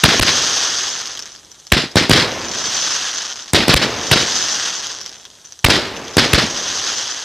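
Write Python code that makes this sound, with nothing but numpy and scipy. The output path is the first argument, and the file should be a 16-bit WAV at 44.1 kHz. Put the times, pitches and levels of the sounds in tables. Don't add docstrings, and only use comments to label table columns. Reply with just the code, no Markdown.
import sys
import numpy as np
from scipy import signal
from scipy.io import wavfile
from scipy.ndimage import uniform_filter1d

SR = 44100
rng = np.random.default_rng(int(sys.argv[2]) if len(sys.argv) > 2 else 0)


def field_ratio(decibels):
    return 10 ** (np.asarray(decibels, dtype=float) / 20)


def put_to_file(sound):
    columns = np.atleast_2d(sound).T
    safe = np.clip(columns, -1, 1)
    whole_steps = np.round(safe * 32767)
    wavfile.write(sys.argv[1], SR, whole_steps.astype(np.int16))


N = 319284


def evened(x):
    return x / np.sqrt(np.mean(x ** 2) + 1e-20)


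def add(mix, start_s, sound):
    part = mix[round(start_s * SR):][:len(sound)]
    part += sound[:len(part)]


def colour(points, size=4096):
    point_hz, point_db = np.transpose(points)
    hz = abs(np.fft.fftfreq(size, 1 / SR))
    level_db = np.interp(np.log(hz + 1), np.log(point_hz + 1), point_db)
    log_gain = np.log(field_ratio(np.maximum(level_db, -100)))
    taps = np.fft.ifft(np.exp(np.conj(signal.hilbert(log_gain)))).real
    return taps / np.linalg.norm(taps)


def noise(points):
    return signal.oaconvolve(rng.standard_normal(N), colour(points))[:N]


def humps(t, rows):
    power = 0
    for top_s, level_db, swell_s, fall_s in rows:
        width_s = np.where(t < top_s, swell_s, fall_s)
        power = power + field_ratio(2 * level_db - 12 * ((t - top_s) / width_s) ** 2)
    return power


def night_air():
    # hz, level_db (per Hz)
    night_colour = [(18, -65), (30, 11), (557, -18), (1740, -10), (2370, -24), (3150, -1.5), (5020, -5.5),
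                    (6020, 0.5), (14500, -26)]
    return field_ratio(-48) * noise(night_colour)


def star_clicks():
    # thickest_s, level_db, swell_s, fall_s
    showers = [(0.449, -15.5, 0.36, .44), (2.85, -19, .36, .38), (4.4, -18, .34, 0.39),
               (6.802, -21, .47, 0.44)]
    stragglers_db = -48.5
    level_db = 10 * np.log10(humps(np.arange(N) / SR, showers) + field_ratio(2 * stragglers_db))
    per_s = 2800 * field_ratio(1.05 * (level_db + 20))
    clumps = field_ratio(2.2 * evened(uniform_filter1d(rng.standard_normal(N), 500)))
    sizes = field_ratio(3.15 * np.minimum(rng.exponential(1, N), 3.5))
    clicks = sizes * (rng.random(N) < per_s * clumps / SR)
    return clicks * field_ratio(level_db) / np.sqrt(per_s / SR * np.mean(sizes ** 2) * np.mean(clumps))


def stars(count=24):
    # hz, level_db (per Hz)
    star_colour = [(200, -24), (500, -14), (900, -11.5), (1700, -6.5), (2400, -13.5), (3300, -3.5),
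                   (4000, -7), (5400, -3), (6200, 0), (6700, -6.5), (7200, -16), (8500, -20.5),
                   (9300, -28.5), (12600, -36.5), (14500, -50)]
    # start_s, peak_db, ring_hz
    pops = [(1.016, -13, 4470), (1.057, -17, 4550), (1.073, -10, 4870), (1.152, -19, 6200),
            (1.174, -12.5, 3310), (1.193, -11, 5350), (1.224, -14.5, 5310), (1.257, -18, 6450),
            (1.517, -23, 5610), (1.6, -28, 6460), (1.642, -39, 6140), (1.669, -18.5, 4900),
            (1.916, -20.5, 5130), (3.504, -27, 5740), (4.869, -10.5, 6260), (5.014, -13, 5360),
            (5.03, -22, 5590), (5.062, -11.5, 5500), (5.094, -17, 5390), (5.129, -27, 5340),
            (5.253, -17.5, 3330), (5.415, -30, 6260), (5.452, -27, 6270), (5.459, -26, 6140),
            (5.472, -29, 6180), (5.491, -36, 5710), (5.511, -33, 6000), (5.523, -19.5, 6000),
            (5.591, -23, 5960), (5.966, -15, 2690), (6.081, -16, 3250)]
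    clicks, place = star_clicks(), rng.integers(0, count, N)
    t = np.arange(round(.15 * SR)) / SR
    snaps = rng.standard_normal((count, len(t))) * field_ratio(-20000 * t)
    tails = rng.standard_normal((count, len(t))) * field_ratio(-24.0 - 1100 * t)
    ground_delays = np.round(rng.uniform(.005, .011, count) * SR).astype(int)
    crackle, edges = np.zeros((2, N))
    for k in range(count):
        path = snaps[k] + field_ratio(-4) * np.roll(snaps[k], ground_delays[k]) + tails[k]
        crackle += signal.oaconvolve(clicks * (place == k), path / np.linalg.norm(path))[:N]
    body = colour(star_colour)
    for k, (start_s, peak_db, ring_hz) in enumerate(pops):
        snap = .2 * np.cos(2 * np.pi * ring_hz * t) * field_ratio(-12000 * t)
        snap[0] = 1
        snap *= field_ratio(peak_db) / abs(np.convolve(snap[:200], body[:200])).max()
        ground_echo = field_ratio(-8) * np.roll(snap, round(.007 * SR))
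        add(crackle, start_s, snap + ground_echo + 1.3 * snap[0] * tails[k % count])
        add(edges, start_s, field_ratio(peak_db - 9) * np.array([1, -1]))
    return signal.oaconvolve(crackle, body)[:N] + edges


def thump(hz=260, decay_s=0.0017):
    t = np.arange(round(.02 * SR)) / SR
    return np.sin(2 * np.pi * hz * t) * np.exp(-t / decay_s) * 2


def booms(count=8, per_s=170):
    hits = rng.standard_normal(N) * (rng.random(N) < per_s / SR)
    kind = rng.integers(0, count, N)
    hail = np.zeros(N)
    for k, hz in enumerate(np.geomspace(230, 620, count)):
        hail += signal.oaconvolve(hits * (kind == k), np.sqrt(hz) * thump(hz, 1.4 / hz))[:N]
    return evened(hail)


def echoes(start_s, fade, place, bus):
    scatterers = {"near": [(.018, -5.5, 0.0072, 0.014), (.052, -11, .005, 0.022),
                  (.092, -14.5, 0.045, 0.043), (.16, -32, .03, .075)], "side": [(.033, 2.5, .009, 0.0079),
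                  (.058, -14.5, 0.0033, .03), (.09, -8, 0.0093, 0.025), (.18, -23.5, 0.099, 0.12)],
                  "sky": [(.0011, -8.5, 0.00082, 0.0032), (.016, -6, 0.0051, .017),
                  (.042, -12, 0.013, 0.033), (.08, -14, .021, .025), (.12, -22, .04, 0.13)]}
    walls = {"near": [(.018, -23), (.0476, -4), (.0532, -10.5), (.12, -15)], "side": [(.026, -22),
             (.056, -13)], "sky": [(.03, -11.5), (.055, -7.5), (.068, -19), (.088, -13.5)]}
    roll_feed = {"near": -5.2, "side": -.1, "sky": 4.7}
    t = np.arange(round(.35 * SR)) / SR
    power = humps(t, scatterers[place]) * field_ratio(-2 * fade * t)
    darkening = 22.4
    add(bus["bright"], start_s, power * field_ratio(-2 * darkening * t))
    add(bus["low"], start_s, power)
    add(bus["far"], start_s + 0.017, field_ratio([2 * (roll_feed[place] - 0.4 * fade)]))
    for delay_s, level_db in walls[place]:
        add(bus["pressure"], start_s + delay_s, field_ratio(level_db) * thump())


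def far_roll(feed):
    # hz, level_db (per Hz)
    roll_colour = [(40, 1), (65, -3.5), (150, -3.5), (400, 0), (1200, -6), (3000, -11.5), (7000, -38),
                   (14000, -37)]
    level_db, t60_s = -29, 2.81
    step = field_ratio(-120 / t60_s / SR)
    return field_ratio(level_db) * np.sqrt(signal.lfilter([1], [1, -step], feed)) * noise(roll_colour)


def echo_field(bus):
    # hz, level_db (per Hz)
    echo_colour = [(40, -28), (100, 1.5), (600, -5), (900, -6.5), (1800, -0.5), (2500, -3), (3400, -0.5),
                   (5200, -3), (6000, -10.5), (8400, -21.5), (12200, -35), (14500, -44)]
    lumps = field_ratio(1.86 * evened(uniform_filter1d(rng.standard_normal(N), 120)))
    bright = np.sqrt(bus["bright"]) * evened(lumps) * noise(echo_colour)
    low = field_ratio(-11.5) * np.sqrt(bus["low"]) * booms()
    return bright + low + far_roll(bus["far"])


def push(level_db, hold_s, rise_s=0.0015):
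    t = np.arange(round(.06 * SR)) / SR
    u = t / hold_s
    return field_ratio(level_db) * np.minimum(t / rise_s, 1) * (1 - u ** 2) * np.exp(-1.2 * u ** 1.29)


def launches(bus):
    # start_s, spit_db, push_db, hold_s, extra_echo_fade_db_per_s, place
    rows = [(0.0354, 8, 8, .0052, -25, "near"), (0.1935, -3.5, 20, .012, 7, "side"),
            (1.7186, 3.5, 13, 0.0083, 11, "near"), (2.1098, -6, 6.5, 0.023, -29, "near"),
            (3.7374, 0.5, 21.5, 0.0093, 16, "side"), (4.1117, -1, 5, 0.0032, -3.5, "near"),
            (5.6431, 6, 10, 0.016, 20, "near"), (6.3307, -1, 11.5, 0.011, 6, "near")]
    # hz, level_db (per Hz)
    spit_colour = [(100, 12.5), (600, 0), (3000, 3.5), (6000, -10.5), (9000, -11.5), (14000, -16)]
    spit, t = np.zeros(N), np.arange(round(.0098 * SR)) / SR
    for start_s, spit_db, push_db, hold_s, fade, place in rows:
        add(spit, start_s - .001, field_ratio(spit_db) * np.minimum(t / 0.004, 1) ** 2)
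        add(bus["pressure"], start_s + .0072, -push(push_db, hold_s))
        echoes(start_s, fade, place, bus)
    return spit * noise(spit_colour)


def bursts(bus):
    # start_s, crack_db, push_db, hold_s, extra_echo_fade_db_per_s
    rows = [(1.9569, -4.5, 7.5, 0.0028, 16), (2.0957, -3, 8.5, 0.002, 9), (3.534, 1.2, 1.5, 0.0038, -6),
            (3.6810, -0.5, 8.5, .0017, -7), (5.6854, -9, 0.5, 0.036, 0.5), (6.1686, .1, 4.5, 0.003, -2.5)]
    # hz, level_db (per Hz)
    crack_colour = [(500, 12), (3000, -10), (8500, 7), (12000, -3.5), (14500, -4.5)]
    crack, t = np.zeros(N), np.arange(400) / SR
    for start_s, crack_db, push_db, direct_hold_s, fade in rows:
        for delay_s, gain_db, hold_s in ((0, 0, direct_hold_s), (.0118, -1, .002)):
            arrival_s = start_s + delay_s
            add(bus["pressure"], arrival_s, -push(8 + gain_db, .0008, rise_s=.0003))
            add(bus["pressure"], arrival_s + 0.00039, push(push_db + gain_db, hold_s))
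            add(crack, arrival_s, field_ratio(crack_db + 14.0 * gain_db - 5000 * t))
        echoes(start_s, fade, "sky", bus)
    return crack * noise(crack_colour)


def bangs():
    bus = {name: np.zeros(N) for name in ("pressure", "bright", "low", "far")}
    direct = launches(bus) + bursts(bus)
    return bus["pressure"] + direct + echo_field(bus)


def scene():
    return np.tile(night_air() + stars() + bangs(), (2, 1))


def gain_control(x, knee_db=0, share=.5, release_db_per_s=220):
    power_db = 10 * np.log10(signal.lfilter([.003], [1, -.997], x ** 2) + 1e-12)
    fall_db = np.arange(N) * release_db_per_s / SR
    held_db = np.maximum.accumulate(power_db + fall_db) - fall_db
    over_db = np.maximum(held_db - knee_db, 0)
    return field_ratio(-share * signal.lfilter([.002], [1, -.998], over_db))


def wide_patches(mid):
    # hz, share (0 to 1)
    wide_share = [(4150, .18), (5100, .33), (6800, .36), (8300, 0.505), (12000, .55)]
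    centred = 0.3
    patch_hz, patch_s, side_db = 1367, .05, -2
    soft = centred * np.tanh(mid / centred)
    hz, t, spectrum = signal.stft(soft, SR, nperseg=1024)
    turn = np.exp(2j * np.pi * rng.random(spectrum.shape))
    draw, stagger = rng.random((400, 64)), rng.random(64)
    band = np.minimum(hz / patch_hz, 63).astype(int)
    block = np.minimum(t / patch_s + stagger[band, None], 399).astype(int)
    share = np.interp(hz, *np.transpose(wide_share), left=0)
    wide = draw[block, band[:, None]] < share[:, None]
    side = signal.istft(spectrum * turn * wide, SR, nperseg=1024)[1][:N]
    now, around = (abs(uniform_filter1d(soft ** 2, size)) + 1e-12 for size in (200, 1500))
    begun = uniform_filter1d(np.minimum(3 * now / around, 1), 100)
    return field_ratio(side_db) * side * begun


def top_cut(x):
    return signal.sosfilt(signal.butter(12, 15560, fs=SR, output="sos"), x)


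def record(dry):
    mid = np.tanh(dry[0])
    bass_cut = signal.butter(3, 63.4, "high", fs=SR, output="sos")
    mid = signal.sosfilt(bass_cut, mid)
    mid = mid * gain_control(dry[0])
    mid = mid + .3 * signal.lfilter(*signal.iirpeak(3900, 40, SR), mid)
    side = wide_patches(mid)
    both = np.array([mid + side, mid - side])
    treble_cut = signal.firwin(255, 14300, window=("kaiser", 8), fs=SR)
    both = signal.oaconvolve(both, treble_cut[None], "same")
    return top_cut(np.clip(both, -1, 1))


dry = scene()
out = record(dry)
put_to_file(out)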